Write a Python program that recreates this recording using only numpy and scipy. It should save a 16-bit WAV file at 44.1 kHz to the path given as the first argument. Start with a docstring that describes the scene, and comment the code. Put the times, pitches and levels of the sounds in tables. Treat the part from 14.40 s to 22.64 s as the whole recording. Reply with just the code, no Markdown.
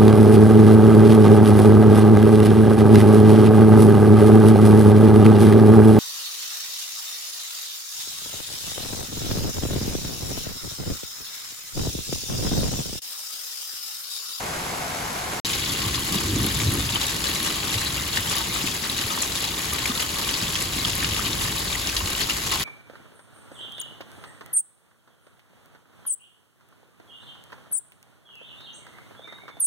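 """Heavy rain on a paved street with patter on a roof; then, after an instant of silence, the spout of a downpipe.
The stream slaps the wet paving in uneven gushes: noise bursts make the spray, decaying sines the trapped bubbles,
and resonances of the pipe mouth ring along. Gusts on the microphone and water churning in the pipe rumble
underneath as filtered noise, with thumps and thuds. Rain goes on all around as coloured noise with ticking drops."""
import sys
import numpy as np
from scipy import signal
from scipy.fft import rfft, irfft, next_fast_len
from scipy.io import wavfile

SR = 44100
rng = np.random.default_rng(int(sys.argv[2]) if len(sys.argv) > 2 else 0)


def store_pcm(level_fs):
    """Save levels as 16-bit WAV."""
    pcm = np.round(np.clip(level_fs, -1, 1) * 32767).astype(np.int16)
    wavfile.write(sys.argv[1], SR, np.atleast_2d(pcm).T)


N = 363384
TIME = np.arange(N) / SR
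PADDED = next_fast_len(N + SR // 2, True)
FREQS = np.maximum(np.arange(PADDED // 2 + 1) * SR / PADDED, 1)
STREET_END_S, SPOUT_START_S = 1.0, 1.048
CUTOFF_HZ = 15850


# Spray thrown off the paving. Each row: frequency in Hz, relative power density in dB.
SPRAY_SPECTRUM = [(150, -16), (400, 3.5), (620, -2), (790, 0), (1130, -3), (1550, -0.5), (2000, -2.5),
                  (2400, -1.5), (3200, -9), (4700, -2.5), (5700, -7.5), (7000, 1), (9000, -8.5),
                  (11000, -2), (13000, -8.5), (16000, -22)]
# Clouds of small bubbles. Each row: centre pitch in Hz, spread in octaves, bubbles per second,
# typical ring in cycles, level in dB relative to the splash.
BUBBLE_CLOUDS = [(1157, 0.17, 45, 21, -18.5), (2105, 0.32, 110, 28, -15), (3663, 0.257, 430, 46, -4.5),
                 (8470, 0.386, 380, 47, -11.5)]
# Air resonances of the pipe mouth. Each row: frequency in Hz, width in Hz, relative level in dB.
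MOUTH_MODES = [(907, 45, 5), (1083, 33, 11), (1152, 18, 7), (1250, 32, 0.5), (1987, 140, -13),
               (2930, 180, 4), (3850, 110, -0.5)]
# Water rattling round the pipe mouth. Each row: time in seconds, swell of the ringing in dB (negative dips).
RATTLES = [(1.425, 7), (1.728, 6), (2.61, -2), (3.99, 8.5), (8.135, 9.5)]
# How the spout reaches the two microphones. Each row: frequency in Hz, direct share of power from 0 to 1,
# phase lead of the right one in radians, left minus right level in dB.
SPOUT_PORTS = [(330, .74, .1, -.9), (700, .19, 2.6, .7), (1100, .45, -.4, 3.1), (1450, .25, -.4, 1.2),
               (1950, .35, 1.8, 5.6), (2300, .5, -.9, 3.1), (2750, .6, -1.7, 5.4), (3300, .72, -1, 2.2),
               (3900, .72, 0, .7), (4700, .5, -.4, 6), (5500, .1, -.7, 3.8), (6900, .9, 0, .4),
               (9050, .93, 3.15, 0), (13300, .9, 9.42, 0), (15500, .85, 12.6, 0)]


def stream():
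    """The jet breaks into lumps: gushes throw spray, bubbles clump in their own way, the pipe mouth rings along."""
    gush = from_db(1.45 * lumps())
    spatter = rms_one(impacts(3400 * gush, spread_db=3.0, burst_s=0.0011) * gush)
    spray = from_db(-3.5) * colour(spatter, SPRAY_SPECTRUM)
    spray = spray + splashlets(gush, spread_db=1.64, burst_s=0.0017)
    fizz = 0
    for hz, octaves, per_s, cycles, level_db in BUBBLE_CLOUDS:
        clumps = gush * from_db(2.2 * lumps())
        fizz = fizz + from_db(level_db) * bubble_cloud(clumps, hz, octaves, per_s, cycles, spread_db=2.5)
    mouth_db = -13.0 + swells(RATTLES, rise_s=0.029, fall_s=0.06)
    mouth = from_db(mouth_db) * resonate(spatter, MOUTH_MODES)
    drops = plops(bubble_db=-1.5, spray_db=-5.0, smack_db=-4.5) + glugs(glug_db=-9.5, slosh_db=-14.5)
    splash = from_db(flow_db()) * (spray + fizz + mouth) + drops
    return microphones(walls(splash, t60=0.12, echo_db=-2.0), SPOUT_PORTS)


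# Heavier slugs of water leave the spout. Each row: time in seconds, swell of the splash in dB (negative dips).
SLUGS = [(1.092, 2.5), (1.136, 3), (1.427, 1), (1.549, 2), (1.723, 2.5), (2.205, 4), (2.555, 5),
         (2.621, 3.5), (2.699, 2.3), (2.869, 4.5), (2.959, 4), (3.073, 3.5), (3.327, 2.5), (3.465, 3.8),
         (3.776, 4), (3.905, 3.5), (3.974, 1), (4.142, 3), (4.582, 2.2), (4.806, 1.5), (5.028, 1),
         (5.462, 1.5), (5.602, 3.5), (5.902, -1), (6.153, 0.5), (6.21, 2), (6.638, -1), (6.743, 3.3),
         (6.853, 2.7), (7.027, 2.5), (7.485, 1.5), (7.563, 3), (7.677, 2.7), (7.817, 3), (7.895, 2.1),
         (8.126, 4.6)]
# The jet thins for a moment. Each row: time in seconds, dip of the splash in dB.
LULLS = [(1.511, -1.9), (1.627, -4), (1.918, -3), (2.447, -2.5), (2.591, -4.5), (2.801, -0.5), (3.25, -1.5),
         (3.507, -4), (3.63, -2.5), (3.827, -2), (4.052, -1.5), (4.103, -3), (4.237, -1), (4.363, -3.5),
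         (4.42, -2.0), (4.546, -3.5), (4.896, -2.5), (5.099, -2), (5.168, -1), (5.668, -3.4), (6.249, -1.8),
         (6.303, -4.5), (6.904, -1.5), (6.976, -2), (7.243, -2.5), (7.44, -2.1), (7.533, -3), (7.635, -3.5),
         (7.862, -5.5), (7.994, -3)]


def flow_db():
    """Level of the splash: an even stream that wanders, shifted by each slug of water and sinking in each lull."""
    steady = -30 + 0.4 * drift(rate=16)
    return steady + swells(SLUGS, rise_s=0.017, fall_s=0.027) + swells(LULLS, rise_s=0.03, fall_s=0.03)


def lumps(per_s=150, drain_s=0.009):
    """Uneven lumps of water land at random, start suddenly and drain fast, never piling very high; spread 1."""
    landings = (rng.random(N) < per_s / SR) * rng.uniform(.3, 1, N)
    water = signal.lfilter([1], [1, -np.exp(-1 / (drain_s * SR))], landings)
    swing = rms_one(signal.sosfilt(signal.butter(1, 15, "high", fs=SR, output="sos"), water))
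    return rms_one(np.tanh(swing / 2))


# Small splats of different sizes. Each row: low edge in Hz, high edge in Hz, average splats per second
# before the gushes crowd or thin them, level in dB relative to the splash.
SPLASHLETS = [(1460, 2300, 52, -16.5), (2470, 3460, 65, -11), (3130, 4470, 90, -10), (4250, 9000, 80, -9.5),
              (9400, 12100, 60, -11.5)]


def splashlets(gush, spread_db, burst_s):
    """Torn-off blobs splat one over another, each in the pitch range set by its size."""
    out = 0
    for low_hz, high_hz, per_s, level_db in SPLASHLETS:
        edges = [low_hz, min(high_hz, CUTOFF_HZ)]
        band = signal.butter(2, edges, "band", fs=SR, output="sos")
        splats = signal.sosfilt(band, impacts(per_s * gush, spread_db, burst_s))
        out = out + from_db(level_db) * rms_one(splats)
    return out


def bubble_cloud(gush, centre_hz, octaves, per_s, cycles, spread_db, count=9000):
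    """Air dragged under by the stream: bubbles of all sizes, more of them in a gush; unit power."""
    out = np.zeros((3, N))
    chance, shape = rng.random((count, 5)), rng.standard_normal((count, 2))
    # a gush takes up a larger part of the running sum, so more births fall in it
    births = np.searchsorted(np.cumsum(gush) / np.sum(gush), chance[:int(per_s * N / SR), 0]) / SR
    heights = from_db(-spread_db * np.log(np.maximum(chance[:, 1], .015)))
    pitches = np.minimum(centre_hz * 2 ** (octaves * shape[:, 0]), CUTOFF_HZ)
    rings = cycles * 2 ** (shape[:, 1] / 2)
    for s, height, hz, ring, phases in zip(births, heights, pitches, rings, chance[:, 2:]):
        add(out, s, height * bubble(hz, ring, phases))
    return rms_one(out)


# Big drops that trap a bubble. Each row: start in seconds, bubble level in dB before its trim,
# bubble pitch in Hz, ring in cycles, spray level in dB before its trim.
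PLOPS = [(1.0528, -15, 3820, 60, -23), (1.1333, -14, 3460, 30, -20), (1.418, -19, 2880, 30, -19),
         (1.545, -20, 3400, 54, -20), (2.558, -10.5, 3010, 54, -27), (2.614, -11.5, 3830, 42, -21),
         (2.841, -18, 3400, 35, -33), (3.103, -15, 3020, 34, -28), (3.343, -21, 1980, 26, -34),
         (3.383, -16, 3850, 45, -34), (3.772, -11.5, 1800, 30, -24), (3.913, -16, 4000, 35, -29),
         (3.974, -11, 3700, 30, -25), (3.982, -15, 3020, 48, -30), (4.2738, -18, 2550, 75, -28),
         (4.498, -11.5, 3760, 45, -32), (4.571, -18, 3900, 42, -27), (4.591, -13, 3950, 35, -30),
         (5.016, -19, 3550, 55, -25), (5.041, -16, 3850, 42, -26), (5.4564, -10.5, 2280, 19, -18),
         (5.786, -14, 3640, 42, -26), (5.891, -12, 2950, 42, -17), (5.94, -15, 3400, 35, -31),
         (6.1547, -8, 3170, 29, -19), (6.4495, -6, 3200, 38, -25), (6.627, -21, 1950, 18, -18),
         (6.645, -14, 2740, 36, -16), (6.8518, -13, 3070, 60, -28), (6.9307, -17, 3750, 42, -21),
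         (7.327, -14, 3570, 42, -26), (7.353, -20, 2010, 40, -28), (7.491, -18, 3050, 42, -19),
         (7.566, -7, 3070, 28, -20), (7.814, -15, 3280, 42, -19), (7.836, -13.5, 4500, 42, -30),
         (7.897, -15, 2770, 30, -16.5), (8.1215, -18, 2700, 30, -17), (8.208, -16, 1870, 22, -22.5),
         (8.2216, -17, 4480, 42, -23)]
# Water that smacks flat on stone. Each row: start in seconds, peak in dB before its trim,
# centre in Hz, width in octaves.
SMACKS = [(1.134, -16, 3400, .9), (1.6501, -15, 10700, .3), (1.724, -9, 8300, 1.2), (1.96, -11, 6400, 0.31),
          (2.0307, -14, 11200, .3), (2.0633, -6, 10500, 0.66), (2.145, -14, 7190, .3),
          (2.338, -10, 10600, .3), (2.667, -6, 8100, 1), (2.694, -12, 4900, .7), (3.031, -13, 10700, .3),
          (3.773, -16, 2600, 0.89), (3.898, -8, 7250, 0.71), (3.9828, -8, 5000, 3.1),
          (4.273, -23, 2880, .7), (4.824, -3.5, 6860, 0.34), (4.953, -12, 7150, 0.44),
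          (5.042, -14, 3900, 0.8), (5.3342, -7.5, 11000, 0.54), (5.787, -16, 3700, .7),
          (5.9402, -11, 4500, 0.36), (6.224, -6.5, 8450, .8), (6.4494, -10, 3300, 0.52),
          (6.5125, -18, 3900, 0.53), (6.553, -10, 10900, .3), (6.5642, -16, 4000, 1.3),
          (6.645, -17, 3300, 0.46), (6.931, -15, 3800, .8), (7.4715, -9, 4400, 1.4),
          (7.5664, -7, 4100, 0.8)]


def plops(bubble_db, spray_db, smack_db):
    """A big drop slaps the puddle and rings one bubble; water landing flat on stone gives one sharp smack."""
    out = np.zeros((3, N))
    for s, peak_db, hz, cycles, splash_db in PLOPS:
        add(out, s, from_db(peak_db + bubble_db) * bubble(hz, cycles, rng.random(3)))
        add(out, s, from_db(splash_db + spray_db) * slap(hz, octaves=2.1, decay_s=0.0088))
    for s, peak_db, hz, octaves in SMACKS:
        crack = slap(hz, octaves, decay_s=0.0018)
        crack = crack / np.abs(crack).max(axis=1, keepdims=True)
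        add(out, s, from_db(peak_db + smack_db) * crack)
    return out


# Air pockets that gulp in the pipe mouth. Each row: start in seconds, level in dB before the trims,
# pitch in Hz, ring in cycles.
GLUGS = [(1.579, -13, 1020, 12), (1.81, -9, 1190, 7.8), (2.561, -11.5, 1240, 30), (2.614, -10.5, 1020, 20),
         (3.104, -18, 1310, 28), (3.949, -17, 1800, 20), (3.962, -16, 1250, 17), (4.061, -16, 1050, 12),
         (4.161, -13, 1310, 14), (4.451, -15, 1420, 22), (4.465, -17, 1200, 11), (4.703, -16, 1246, 200),
         (4.777, -6.5, 1140, 10), (5.626, -9, 1260, 27), (6.453, -15, 1200, 30), (6.794, -10.5, 1240, 18),
         (7.607, -13, 1140, 10)]


def glugs(glug_db, slosh_db):
    """Large air pockets break with a slosh; each rings and rises only a little in pitch."""
    out = np.zeros((3, N))
    for s, peak_db, hz, cycles in GLUGS:
        add(out, s, from_db(peak_db + glug_db) * bubble(hz, cycles, rng.random(3), rise=0.1))
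        add(out, s, from_db(peak_db + slosh_db) * slap(hz, octaves=0.67, decay_s=0.0031))
    return out


def bubble(hz, cycles, phases, rise=0.12):
    """A bubble dies by 60 dB within its cycles and rises in pitch near the surface; each path has its phase."""
    age = np.arange(max(int(cycles / hz * SR), 2)) * hz / (cycles * SR)  # 0 at birth, 1 at the end
    swell = 1 - np.exp(-2 * np.pi * cycles * age)
    turns = cycles * age * (1 + rise * age / 2) + phases[:, None]
    return np.sin(2 * np.pi * turns) * swell * np.exp(-np.log(1000) * age)


def slap(hz, octaves, decay_s):
    """A burst of noise around a pitch that dies away; unit power before its decay."""
    t = TIME[:SR // 20]
    edges = np.minimum(hz * 2 ** (octaves * np.array([-.5, .5])), .45 * SR)
    band = signal.sosfilt(signal.butter(2, edges, "band", fs=SR, output="sos"), noise(len(t)))
    return rms_one(band) * np.exp(-t / decay_s)


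def impacts(per_s, spread_db, burst_s):
    """Drops of uneven size land at random, each a tiny burst of noise that dies at once; unit power."""
    sizes = from_db(spread_db * np.minimum(rng.exponential(1, N), 5.5))
    energy = (rng.random(N) < per_s / SR) * sizes ** 2
    dying = signal.lfilter([1], [1, -np.exp(-2 / (burst_s * SR))], energy + 1e-18)
    return rms_one(np.sqrt(dying) * noise())


def walls(x, t60, echo_db):
    """The passage between the houses adds a short tail to the scattered paths."""
    t = TIME[:SR // 3]
    tail = noise(len(t)) * np.exp(-np.log(1000) * t / t60)
    tail /= np.sqrt(np.sum(tail[0] ** 2))
    echo = signal.fftconvolve(x, tail * [[0], [1], [1]], axes=1)[:, :N]
    return x + from_db(echo_db) * echo


# Deep drone. Each row: time in seconds, level in dB.
DRONE_LEVEL = [(1.06, -48), (5.9, -50), (6.7, -40), (7.7, -39), (8.24, -45)]
# Water churning inside the pipe. 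Each row: frequency in Hz, relative power density in dB.
GURGLE_SPECTRUM = [(60, -21), (160, -1), (250, -3), (330, -4), (430, -10), (600, -19), (2000, -65)]
# Low resonances of the air in the pipe. Each row: frequency in Hz, width in Hz, relative level in dB.
PIPE_HUM_MODES = [(157, 66, 2.5), (214, 36, -6), (272.2, 9.1, 4.5), (314.2, 28, 3.5)]
# Churning in the pipe. Each row: time in seconds, level in dB before its mix trims and tumbling.
CHURN_LEVEL = [(1.06, -36), (1.6, -38), (1.75, -30.5), (2.04, -28), (2.16, -32.5), (2.33, -28),
               (2.46, -36.5), (3.0, -35.5), (4.0, -38), (5.2, -39), (6.0, -38), (6.9, -35.5), (7.35, -40),
               (8.24, -39)]
# Wind on the microphone. Each row: frequency in Hz, relative power density in dB.
GUST_SPECTRUM = [(15, -21), (38, -16), (60, 0.5), (85, -1.5), (108, -0.5), (140, -6), (200, -11.5),
                 (400, -28), (2000, -64)]
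# How the rumble reaches the two microphones. Each row: frequency in Hz, direct share of power from 0 to 1,
# phase lead of the right one in radians, left minus right level in dB.
RUMBLE_PORTS = [(20, .7, 0, 0), (60, .88, 0, .4), (200, .93, 0, 0), (350, .8, 0, -.7), (600, .4, 0, 1)]


def rumble():
    """Gusts press on the microphone over a deep drone; water tumbling down the pipe sounds its air column."""
    gust = from_db(wind_db()) * colour(noise(), GUST_SPECTRUM) + buffets(buffet_db=-2.0, cycles=4.9)
    drone = from_db(in_time(DRONE_LEVEL)[0]) * resonate(noise(), [(54.3, 13, 0)])
    water = from_db(-5.5) * colour(noise(), GURGLE_SPECTRUM)
    hum = from_db(-4.5) * resonate(colour(noise(), GURGLE_SPECTRUM), PIPE_HUM_MODES)
    tumbling_db = 1.54 * drift(rate=15)
    churn = from_db(in_time(CHURN_LEVEL)[0] + tumbling_db) * (water + hum)
    muffle = signal.butter(2, 340, fs=SR, output="sos")
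    knocks = signal.sosfilt(muffle, thuds(thud_db=-6.0, cycles=12.5, slosh_db=-13.0))
    return microphones(gust + drone + churn + knocks, RUMBLE_PORTS)


# Plugs of water thud into the bend of the pipe. Each row: start in seconds,
# level in dB before the trims and muffling, pitch in Hz.
THUDS = [(1.754, -15, 198), (1.836, -30, 257), (1.885, -18, 222), (1.935, -16.5, 300), (1.964, -11, 273),
         (2.021, -16, 222), (2.049, -10, 277), (2.157, -23, 200), (2.221, -18, 300), (2.286, -22, 234),
         (2.348, -16, 305), (2.382, -22, 256), (2.871, -17, 227), (3.01, -16, 307), (4.24, -10, 264),
         (4.785, -17.5, 237), (5.495, -12.5, 240), (6.026, -18, 216)]


def thuds(thud_db, cycles, slosh_db):
    """Each plug of water knocks the air in the pipe for a few cycles and sloshes on."""
    out = np.zeros((3, N))
    for s, peak_db, hz in THUDS:
        add(out, s, from_db(peak_db + thud_db) * bubble(hz, cycles, rng.random(3)))
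        add(out, s, from_db(peak_db + slosh_db) * slap(hz, octaves=1.0, decay_s=0.013))
    return out


# The breeze on the microphone. Each row: time in seconds, level in dB before its flutter.
BREEZE_LEVEL = [(1.06, -39), (1.45, -34.5), (1.65, -36.5), (1.92, -32), (2.35, -28.5), (2.7, -41.5),
                (3.8, -35.5), (4.4, -43), (5.7, -38.5), (7.0, -36.5), (7.7, -44), (8.24, -39)]


def wind_db():
    """Level of the wind: a fluttering breeze."""
    return in_time(BREEZE_LEVEL)[0] + 1.5 * drift(rate=13)


# Eddies that thump the microphone. Each row: centre in seconds, peak in dB before its trim, pitch in Hz.
BUFFETS = [(1.472, -22, 99), (1.908, -21, 105), (1.937, -22, 106), (2.0, -22, 127), (2.034, -25, 131),
           (2.176, -18.5, 133), (2.238, -21, 110), (2.269, -17, 110), (2.289, -12, 104), (2.34, -23, 106),
           (2.387, -24, 122), (2.517, -21.5, 101), (3.366, -19, 103), (4.65, -26, 103), (6.03, -25, 98),
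           (6.677, -32, 103), (6.723, -25, 95), (7.05, -23, 105), (7.639, -23, 87)]


def buffets(buffet_db, cycles):
    """Each eddy shoves the microphone to and fro a few times: a soft thump on the direct path alone."""
    out = np.zeros((3, N))
    for s, peak_db, hz in BUFFETS:
        t = TIME[:int(cycles / hz * SR)]
        thump = np.hanning(len(t)) * np.sin(2 * np.pi * (hz * t + rng.random()))
        add(out, s - t[-1] / 2, from_db(peak_db + buffet_db) * thump * [[1], [0], [0]])
    return out


def rain(spectrum, per_s, drops_db):
    """Countless far drops merge into a wash; nearer ones tick on the paving; unit power."""
    brighten = signal.butter(1, 1500, "high", fs=SR, output="sos")
    ticks = signal.sosfilt(brighten, impacts(per_s, spread_db=2.1, burst_s=0.0005))
    return colour(noise() + from_db(drops_db) * ticks, spectrum)


# Resonances of a roof under the rain. Each row: frequency in Hz, width in Hz, relative level in dB.
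ROOF_MODES = [(715, 75, -2), (840, 60, -12), (1510, 90, -9), (2150, 160, -7.5)]


def roof_patter(per_s):
    """Raindrops drum evenly on a roof and sound its short resonances; unit power."""
    return resonate(impacts(per_s, spread_db=0.9, burst_s=0.00046), ROOF_MODES)


def noise(count=N):
    """White noise on three paths: direct to both microphones, scattered to the left, scattered to the right."""
    return rng.standard_normal((3, count))


def from_db(db):
    """Decibels to gain."""
    return 10 ** (np.asarray(db) / 20)


def rms_one(x):
    """Scale to unit power."""
    return x / np.sqrt(np.mean(x ** 2) + 1e-20)


def in_time(rows):
    """Each column of a curve at every sample."""
    s, *columns = np.transpose(rows)
    return np.array([np.interp(TIME, s, c) for c in columns])


def swells(rows, rise_s, fall_s):
    """Level in dB of brief swells that share one rounded rise and fall."""
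    total_db = 0
    for s, height_db in rows:
        side_s = np.where(TIME < s, rise_s, fall_s)
        total_db = total_db + height_db * np.exp(-((TIME - s) / side_s) ** 2)
    return total_db


def drift(rate):
    """Smooth chance with spread 1 that changes about rate times a second."""
    # twice-smoothed noise at a twentieth of the sample rate; its start is dropped to let it settle
    r = np.exp(-40 * np.pi * rate / SR)
    slow = signal.lfilter([1], [1, -2 * r, r * r], rng.standard_normal(N // 20 + 2002))[2000:]
    return np.interp(np.arange(N) / 20, np.arange(len(slow)), rms_one(slow))


def colour(x, spectrum):
    """Give a white sound a spectrum, drawn over log frequency; unit power."""
    hz, level_db = np.transpose(spectrum)
    gain = from_db(np.interp(np.log(FREQS), np.log(hz), level_db))
    return rms_one(irfft(rfft(x, PADDED) * gain, PADDED)[:, :N])


def resonate(x, modes):
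    """Parallel two-pole resonances; unit power."""
    out = 0
    for hz, width, level_db in modes:
        r = np.exp(-np.pi * width / SR)
        poles = [1, -2 * r * np.cos(2 * np.pi * hz / SR), r * r]
        out = out + from_db(level_db) * (1 - r * r) * signal.lfilter([1, 0, -1], poles, x)
    return rms_one(out)


def add(out, s, sound):
    """Mix a sound in at a time."""
    part = out[:, max(int(s * SR), 0):][:, :sound.shape[1]]
    part += sound[:, :part.shape[1]]


def microphones(x, ports):
    """The direct path reaches both microphones out of step; the scattered paths are separate for each."""
    hz, *columns = np.transpose(ports)
    share, phase, balance_db = [np.interp(FREQS, hz, c) for c in columns]
    share, paths = np.clip(share, 0, 1), rfft(x, PADDED)
    direct = np.sqrt(share) * np.exp(.5j * phase * [[-1], [1]]) * paths[0]
    scattered = np.sqrt(1 - share) * paths[1:]
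    balance = from_db(balance_db / 2 * [[1], [-1]])
    return irfft((direct + scattered) * balance, PADDED)[:, :N]


# Rain on the open street. Each row: frequency in Hz, relative power density in dB.
STREET_RAIN = [(20, -8), (60, 0.5), (170, 1.5), (330, -2.5), (560, -2), (740, 1), (1000, 0.5), (1600, -3.5),
               (2300, -8), (3200, -9.5), (6000, -11), (10500, -13.5), (13000, -17), (16000, -26)]
# Rain around the spout. Each row: frequency in Hz, relative power density in dB.
YARD_RAIN = [(100, 3), (500, 3.5), (1000, 2.5), (3000, 4), (8000, 1.5), (16000, -3)]
# How the rain reaches the two microphones in both places. Each row: frequency in Hz, direct share of power
# from 0 to 1, phase lead of the right one in radians, left minus right level in dB.
RAIN_PORTS = [(60, 0.97, -0.13, 0.2), (300, 0.78, -0.28, -0.0), (700, 0.38, -0.96, 1.9),
              (1100, 0.28, -1.91, 1.9), (2300, 0.34, -0.19, -0.6), (3200, 0.29, -1.26, 2.6),
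              (4400, 0.51, -0.24, 1.7), (5600, 0.06, -0.17, 1.0), (6900, 0.73, -0.06, 0.1),
              (9050, 0.99, 3.15, 0.0), (13300, 1.0, 9.42, -0.0), (15500, 0.9, 12.6, 0)]


def scene():
    """First the open street, then an instant of silence, then the spout with rain around it."""
    on_street, at_spout = TIME < STREET_END_S, TIME >= SPOUT_START_S
    street = from_db(-29.5) * rain(STREET_RAIN, per_s=910, drops_db=-5.0)
    street = street + from_db(-39.0) * roof_patter(per_s=300)
    yard = from_db(-33.5) * rain(YARD_RAIN, per_s=710, drops_db=-10.5)
    downpour = microphones(np.where(on_street, street, yard), RAIN_PORTS)
    return downpour * (on_street | at_spout) + (stream() + rumble()) * at_spout


def record(dry):
    """The top is cut steeply."""
    return signal.sosfilt(signal.ellip(12, .1, 90, CUTOFF_HZ, fs=SR, output="sos"), dry)


dry = scene()
out = record(dry)
store_pcm(out)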